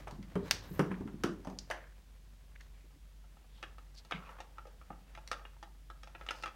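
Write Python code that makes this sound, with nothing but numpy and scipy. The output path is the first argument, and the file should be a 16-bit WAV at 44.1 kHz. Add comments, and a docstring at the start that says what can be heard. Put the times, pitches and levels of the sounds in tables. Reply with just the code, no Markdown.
"""Light clatter and dull bumps on a hollow cabinet, as someone shifts among toys in a small, quiet playroom.
Two sharp snaps cut in. Then a plush dog is pushed into a toy pail on a string: the thin wall ticks
and knocks, the fur rustles and scrapes. A low hum and a faint hiss lie under everything.
Cabinet and pail ring in decaying modes, clacks are noise bursts, snaps are impulses with a high ring,
and rubbing is noise roughened by stick and slip."""
import sys
import numpy as np
from scipy import signal
from scipy.fft import rfft, irfft, next_fast_len
from scipy.io import wavfile
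from scipy.ndimage import uniform_filter1d, map_coordinates

SR = 44100
rng = np.random.default_rng(int(sys.argv[2]) if len(sys.argv) > 2 else 0)


def unload_wav(signal):
    """Save mono or channel-first audio to the path in sys.argv[1] as 16-bit WAV at rate SR, clipped to [-1, 1]."""
    wavfile.write(
        sys.argv[1],
        SR,
        np.round(np.clip(np.atleast_2d(signal).T, -1, 1) * 32767).astype(np.int16),
    )


N = 288855
SCENE_S = np.arange(N) / SR
BLOW_S = np.arange(SR // 2) / SR  # time within one blow

# Machine hum. Each row: frequency in Hz, level in dB.
HUM_PARTIALS = [(48, -55.5), (144, -74.5)]
# Body moving on the floor; plush rubbing. Each row: time in seconds, relative level in dB.
SHIFT_LEVELS = [(0.0, -53), (0.19, -59), (0.618, -43.5), (0.92, -50.5), (1.2, -46.5), (1.624, -69),
                (1.734, -64), (1.9, -77)]
RUB_LEVELS = [(0.0, -55), (0.18, -67.5), (0.4, -60.5), (0.51, -50.5), (0.93, -60.5), (1.88, -68.5),
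              (2.37, -71.5), (2.64, -68), (3.03, -76), (4.05, -68), (4.27, -60.5), (4.67, -71.5),
              (5.16, -67), (5.33, -65), (5.67, -75), (5.93, -74.5), (6.37, -56.5), (6.55, -71)]
# Toys colliding. Each row: start in seconds, relative level in dB, centre in Hz, relative edge level in dB.
CLACKS = [(0.072, -37, 1100, -62), (0.08, -50, 816, -47), (0.109, -47, 940, -44), (0.227, -52.5, 2000, -48),
          (0.354, -37.5, 1060, -47), (0.793, -25.5, 1210, -35), (0.914, -36.5, 1130, -75),
          (1.008, -46.5, 848, -67), (1.075, -46, 1180, -56), (1.236, -26.5, 1250, -26.5),
          (1.448, -46.5, 795, -47), (1.471, -37.5, 724, -48.5), (1.499, -50, 900, -48.5),
          (1.701, -32.5, 760, -35.5), (1.71, -28.5, 1710, -36.5), (2.608, -66, 1800, -46.5)]
# Cabinet bumps. Each row: start in seconds, relative level in dB, centre in Hz.
BUMPS = [(0.124, -39.5, 155), (0.186, -36.5, 169), (0.356, -23.5, 488), (0.362, -28, 168),
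         (0.71, -32.5, 143), (0.793, -18, 380), (0.912, -29.5, 208), (1.007, -30.5, 220),
         (1.054, -31.5, 220), (1.14, -34.5, 191), (1.241, -21.5, 304), (1.472, -33.5, 213),
         (4.136, -38, 186), (4.901, -43.5, 795)]
# Snaps. Each row: start in seconds, dry peak in dB, ring in Hz, bandwidth in Hz, crack over ring in dB.
SNAPS = [(0.5109, -6, 5600, 1790, 23.5), (1.5883, -25.5, 5430, 1170, -53)]
# Scrapes. Each row: midpoint in seconds, level in dB, width in seconds, centre in Hz.
SCRAPES = [(0.57, -65, 0.2, 3940), (0.745, -65.5, 0.12, 13000), (0.914, -57, 0.012, 1700),
           (0.945, -54, 0.011, 1710), (1.815, -63, 0.13, 1680), (2.56, -51, 0.0061, 1844),
           (2.612, -54.5, 0.011, 1900), (2.802, -76.5, .1, 2270), (2.849, -66, .016, 310),
           (2.962, -66, 0.022, 286), (3.58, -69.5, 0.098, 3460), (3.95, -64, 0.0085, 5230),
           (3.984, -56.5, 0.026, 4440), (4.156, -51, 0.045, 2270), (4.267, -63.5, 0.044, 2470),
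           (4.289, -58.5, 0.18, 1140), (6.383, -66.5, 0.14, 4900)]
# Pail contacts. Each row: start in seconds, relative level in dB, centre in Hz, hardness in dB.
TAPS = [(3.368, -51, 720, -28), (3.627, -29, 1740, -21), (3.635, -31.5, 1700, -25),
        (3.782, -41, 1140, -22.5), (4.048, -51.5, 686, -9), (4.11, -26, 1300, -22),
        (4.121, -21.5, 2500, -27), (4.29, -39.5, 1030, -34), (4.402, -34, 690, -20.5),
        (4.582, -34, 1210, -30), (4.652, -43.5, 473, -41), (4.669, -45.5, 511, -23),
        (4.813, -44, 1300, -33), (4.903, -31, 885, -49), (5.15, -37, 2070, -20), (5.174, -38, 720, -28),
        (5.275, -42.5, 2280, -3.5), (5.314, -21, 1420, -18.5), (5.329, -29, 1420, -17),
        (5.451, -36.5, 2620, -39), (5.627, -35.5, 860, -19.5), (5.9, -35.5, 1380, -26.5),
        (6.032, -40.5, 1330, -11.5), (6.072, -42, 850, -22), (6.149, -35, 1500, -36),
        (6.21, -37.5, 1230, -29), (6.264, -36, 1340, -21), (6.287, -22, 2570, -25),
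        (6.307, -24, 1370, -18.5), (6.424, -40.5, 1210, -10.5), (6.435, -25, 1300, -21),
        (6.458, -27, 1400, -22), (6.476, -35.5, 1340, -20)]
# Panel and wall modes. Each row: frequency in Hz, gain in dB, T60 in seconds before stretching.
CABINET_MODES = [(154.6, -4.5, 0.13), (187, -6.5, 0.25), (237.5, -3.5, 0.085), (267, -7.5, 0.16),
                 (306.6, -8, 0.13), (340.8, -6.5, 0.16), (399, -3.5, 0.17), (458, -9, 0.163),
                 (580, -12, 0.12), (795, -25, 0.15), (1210, -21, 0.055)]
PAIL_MODES = [(330.5, -17.5, 0.076), (525, -12, 0.049), (686, -16, 0.058), (845, -4.5, 0.026),
              (1250, -3.5, 0.02), (1306, -3, 0.025), (1360, -30.5, 0.16), (1620, -20.5, 0.16),
              (1827, -6, 0.03), (2382, -32, 0.1), (2490, -11.5, 0.009), (3050, -11, 0.045),
              (3434, 0.5, 0.03), (3900, -7, 0.062)]
# Source spectra. Each row: frequency in Hz, gain in dB.
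HISS_SPECTRUM = [(22, -15), (33, -15), (48, 8), (70, -1), (100, -9), (160, -9), (250, -16), (500, -25.5),
                 (1200, -29.5), (3000, -28), (6500, -32.5), (10500, -35.5), (15000, -37.5)]
RUMBLE_SPECTRUM = [(47, -74), (80, 14.5), (220, -2), (308, 3), (413, -8), (485, -37), (532, -26),
                   (900, -52), (1170, -91), (1980, -120)]
RUB_SPECTRUM = [(200, -20), (500, 1.5), (800, -3), (1050, -1.5), (1330, -5), (1700, -3.5), (2500, -9.5),
                (4000, -15.5), (6500, -19.5), (9000, -26.5)]
CLACK_SPECTRUM = [(200, -18), (500, 3), (900, -3.5), (1250, -4), (2000, -4), (3200, -2), (5000, -18),
                  (9000, 5), (15000, 5.5)]
EDGE_SPECTRUM = [(1500, -25), (3000, -4), (4200, 0), (6300, -2), (7600, -12), (9000, -11), (10500, -19),
                 (15000, -21)]
CRACK_SPECTRUM = [(300, -12), (1000, -6), (1900, 0), (4000, 0), (6000, -1), (7600, -11), (8800, -9),
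                  (10000, -17), (15000, -17)]
SCUFF_SPECTRUM = [(200, -59.5), (480, 8.5), (1300, -19), (2000, 7.5), (2800, 16), (4500, -26.5), (6300, 2),
                  (8000, -26), (15000, -7)]
# Playroom decay. Each row: frequency in Hz, T60 in seconds.
ROOM_T60 = [(150, 0.55), (500, 0.42), (2000, 0.26), (6000, 0.26), (14000, 0.16)]


def amp(db):
    """Decibels to gain."""
    return 10 ** (np.asarray(db) / 20)


def decay(t60_s):
    """Envelope falling 60 dB in t60_s."""
    return amp(-60 * BLOW_S / t60_s)


def levelled(x, db, size):
    """Scale x so its first size samples have an rms of db."""
    return amp(db) * x / np.sqrt(np.mean(x[:size] ** 2) + 1e-20)


def at_hz(points, hz):
    """Interpolate on a log frequency axis."""
    knots_hz, values = np.transpose(points)
    return np.interp(np.log(hz + 1), np.log(knots_hz + 1), values)


def at_time(points, time_s):
    """Interpolate on a time axis."""
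    return np.interp(time_s, *np.transpose(points))


def wobble(rate_hz):
    """Smooth random curve with knots at rate_hz."""
    knots = rng.standard_normal(int(N * rate_hz / SR) + 4)
    return map_coordinates(knots, [SCENE_S * rate_hz])


def coloured(x, spectrum):
    """Minimum-phase filter with the given spectrum."""
    size = 2 * next_fast_len(len(x) // 2 + 4096)
    cepstrum = irfft(np.log(amp(at_hz(spectrum, np.fft.rfftfreq(size, 1 / SR)))))
    cepstrum[1:size // 2] *= 2
    cepstrum[size // 2 + 1:] = 0
    return irfft(rfft(x, size) * np.exp(rfft(cepstrum)))[:len(x)]


def noise(spectrum, size=len(BLOW_S)):
    """Coloured noise of rms 1."""
    return levelled(coloured(rng.standard_normal(size), spectrum), 0, size)


def softened(x, corner_hz):
    """Low-pass: a soft contact passes little above its corner."""
    return signal.lfilter(*signal.butter(2, np.clip(corner_hz, 40, 0.45 * SR), fs=SR), x)


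def contact(x, hz, focus_db):
    """The struck spot favours one band; little rings far above it."""
    band = signal.lfilter(*signal.iirpeak(np.clip(hz, 60, 0.3 * SR), Q=3.5, fs=SR), x)
    return softened(x + amp(focus_db) * band, corner_hz=900 + 0.84 * hz)


def ringing(modes, gains, stretch):
    """Decaying sines of random phase; stretch scales their T60."""
    hz, db, t60_s = np.transpose(modes)[:, :, None]
    phase = rng.uniform(0, 2 * np.pi, hz.shape)
    return gains @ (amp(db) * decay(t60_s * stretch) * np.sin(2 * np.pi * hz * BLOW_S + phase))


def near_walls(x, echo_db, count=4):
    """Nearby shelves and floor return weak copies that comb the sound."""
    out = x.copy()
    for delay_s, sign in zip(rng.uniform(0.001903, 0.012, count), rng.choice([-1, 1], count)):
        lag = int(delay_s * SR)
        out[lag:] += sign * amp(echo_db) * x[:-lag]
    return out


def in_room(x, wet_db, smooth_bins=1):
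    """A blow plus its diffuse tail, in which treble dies first."""
    hz, time_s, frames = signal.stft(rng.standard_normal(len(BLOW_S)), SR, nperseg=256)
    frames *= amp(-60 * time_s / at_hz(ROOM_T60, hz)[:, None])
    tail = signal.istft(frames, SR, nperseg=256)[1][:len(BLOW_S)]
    tail *= 1 - np.exp(-(BLOW_S / 0.0055) ** 2)  # first reflections build up
    tail *= amp(wet_db) / np.linalg.norm(tail)
    if smooth_bins == 1:
        return x + signal.fftconvolve(x, tail)[:len(x)]
    # Summed over all directions, spectral notches fill in.
    power = np.abs(uniform_filter1d(np.abs(rfft(x)) ** 2, smooth_bins))
    diffuse_blow = np.fft.fftshift(irfft(np.sqrt(power)))
    return x + signal.fftconvolve(tail, diffuse_blow, "same")


def add(track, start_s, x):
    """Mix x into the track at start_s."""
    start = round(start_s * SR)
    track[start:start + len(x)] += x[:N - start]


def background():
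    """A slightly unsteady machine hum in the house, and steady hiss."""
    drift_rad = 0.062 * wobble(8.8)
    hum = sum(np.sqrt(2) * amp(db) * np.sin(2 * np.pi * hz * SCENE_S + drift_rad)
              for hz, db in HUM_PARTIALS)
    waver_db = 0.8 * wobble(11)
    return hum * amp(waver_db) + amp(-61.5) * noise(HISS_SPECTRUM, N)


def rustle():
    """Cloth and plush rub in small, uneven slips."""
    slips_db = 2.2 * wobble(30) + 2.2 * wobble(220)
    return amp(at_time(RUB_LEVELS, SCENE_S) - 4.5 + slips_db) * noise(RUB_SPECTRUM, N)


def floor_rumble():
    """A body shifts on the floor: low, uneven noise."""
    moving = SCENE_S < SHIFT_LEVELS[-1][0]
    level_db = at_time(SHIFT_LEVELS, SCENE_S) - 6 + 4.1 * wobble(23.8)
    return moving * amp(level_db) * noise(RUMBLE_SPECTRUM, N)


def edge(db, t60_s):
    """The short, bright tick of two hard surfaces meeting."""
    return levelled(noise(EDGE_SPECTRUM) * decay(t60_s), db, size=256)


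def clatter(t60_s=0.058):
    """Hard toys have crowded, short-lived modes: each clack is a noise burst."""
    out = np.zeros(N)
    attack = 1 - np.exp(-(BLOW_S / 0.00064) ** 2)
    for start_s, db, hz, edge_db in CLACKS:
        burst = noise(CLACK_SPECTRUM) * decay(t60_s)
        body = levelled(contact(burst, hz, focus_db=11.5), db - 6, size=256)
        clack = body + edge(edge_db - 12, 0.36 * t60_s)
        add(out, start_s, in_room(clack * attack, wet_db=-5, smooth_bins=200))
    return out


def cabinet():
    """Padded bumps set the panel booming; the struck place weights the modes."""
    out = np.zeros(N)
    mode_hz = np.transpose(CABINET_MODES)[0]
    attack = 1 - np.exp(-BLOW_S / 0.00136)
    for start_s, db, hz in BUMPS:
        place = 0.076 + 0.04 * rng.uniform(-1.3, 1)  # fraction of the panel's length
        shape = 1 + 0.76 * np.cos(np.pi * place * np.arange(len(mode_hz)))
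        focus = 1 + 1.94 * np.exp(-(np.log(mode_hz / hz) / 0.23) ** 2)
        boom = ringing(CABINET_MODES, shape * focus, stretch=0.52) * attack
        corner_hz = 1300 * amp(db / 2 + 6)  # harder bump: shorter contact, brighter sound
        bump = levelled(softened(boom, corner_hz), db - 8.5, size=700)
        add(out, start_s, in_room(bump, wet_db=-7))
    return out


def snaps():
    """A sudden release: a broad crack and a few cycles of a high resonance."""
    out = np.zeros(N)
    attack = 1 - np.exp(-BLOW_S / 0.00015)
    crack = coloured(signal.unit_impulse(len(BLOW_S)), CRACK_SPECTRUM)
    for start_s, db, hz, width_hz, crack_db in SNAPS:
        ring = np.sin(2 * np.pi * hz * BLOW_S) * np.exp(-np.pi * width_hz * BLOW_S) * attack
        snap = ring / np.abs(ring).max() + amp(crack_db) * crack / np.abs(crack).max()
        scatter = 0.069 * rng.standard_normal(len(BLOW_S)) * decay(0.031)  # off nearby objects
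        snap += signal.fftconvolve(snap, scatter)[:len(BLOW_S)]
        snap *= amp(db) / np.abs(snap).max()
        add(out, start_s, in_room(snap, wet_db=-12.5, smooth_bins=300))
    return out


def scrapes():
    """Hair, string and plastic stick and slip in brief, faintly pitched scrapes."""
    out = np.zeros(N)
    for middle_s, db, width_s, hz in SCRAPES:
        band = [(hz / 5, -30), (hz / 1.25, -9), (hz, 0), (hz * 1.25, -9), (hz * 2, -22), (hz * 5, -50)]
        slips_db = 3.5 * wobble(300)
        swell = np.exp(-2 * ((SCENE_S - middle_s) / width_s) ** 2)
        out += amp(db + slips_db) * swell * noise(band, N)
    return out


def stray_ticks(held_from_s=2.8, rate_hz=8.2, hardness_db=-32):
    """Rows like TAPS: the held pail ticks at random, padded by fur, louder as the plush rubs harder."""
    gap, strength, octaves = rng.uniform(-1, 1, (100, 3)).T
    starts_s = held_from_s + np.cumsum(1 + gap) / rate_hz
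    levels_db = at_time(RUB_LEVELS, starts_s) + 16 + 7 * strength
    centres_hz = 920 * 2 ** (0.8 * octaves)
    return [(start_s, db, hz, hardness_db)
            for start_s, db, hz in zip(starts_s, levels_db, centres_hz) if start_s < N / SR]


def pail_tap(db, hz, hardness_db):
    """Handle or toy taps the thin, hand-damped wall; harder contacts are brighter."""
    base_t60_s = 0.03 * (1300 / hz) ** 0.9  # higher spots die sooner
    rise_s = 0.0014 * np.exp(0.0029 * (db + 25))  # plastic yields for a moment
    detune = 1 + 0.029 * rng.normal()  # each grip retunes the wall
    gains = amp(rng.normal(0, 0.74, len(PAIL_MODES)))
    ring = ringing(np.array(PAIL_MODES) * [detune, 1, 1], gains, stretch=base_t60_s / 0.033)
    scuff = 0.85 * noise(SCUFF_SPECTRUM) * decay(1.1 * base_t60_s)
    padded = softened(ring + scuff, corner_hz=22300 * 2 ** (hardness_db / 11))
    body = levelled(contact(padded, hz, focus_db=2), db - 9, size=256)
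    tick = softened(edge(db + hardness_db + 0.5, 0.64 * base_t60_s), corner_hz=12900)
    attack = 1 - np.exp(-(BLOW_S / rise_s) ** 2)
    return (body + tick) * attack


def pail():
    """Clear taps as the toy is pushed in, with faint ticks between."""
    out = np.zeros(N)
    for start_s, db, hz, hardness_db in list(TAPS) + stray_ticks():
        tap = near_walls(pail_tap(db, hz, hardness_db), echo_db=-13.5)
        add(out, start_s, in_room(tap, wet_db=-10, smooth_bins=60))
    return out


def scene():
    """All sources, summed to mono."""
    return (background() + rustle() + floor_rumble() + cabinet() + clatter()
            + snaps() + scrapes() + pail())[None]


def record(dry):
    """Brick-wall low-pass."""
    cutoff_hz = 15950
    size = next_fast_len(N + SR // 2)
    passband = np.fft.rfftfreq(size, 1 / SR) < cutoff_hz
    return irfft(rfft(dry, size) * passband, size)[..., :N]


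dry = scene()
out = record(dry)
unload_wav(out)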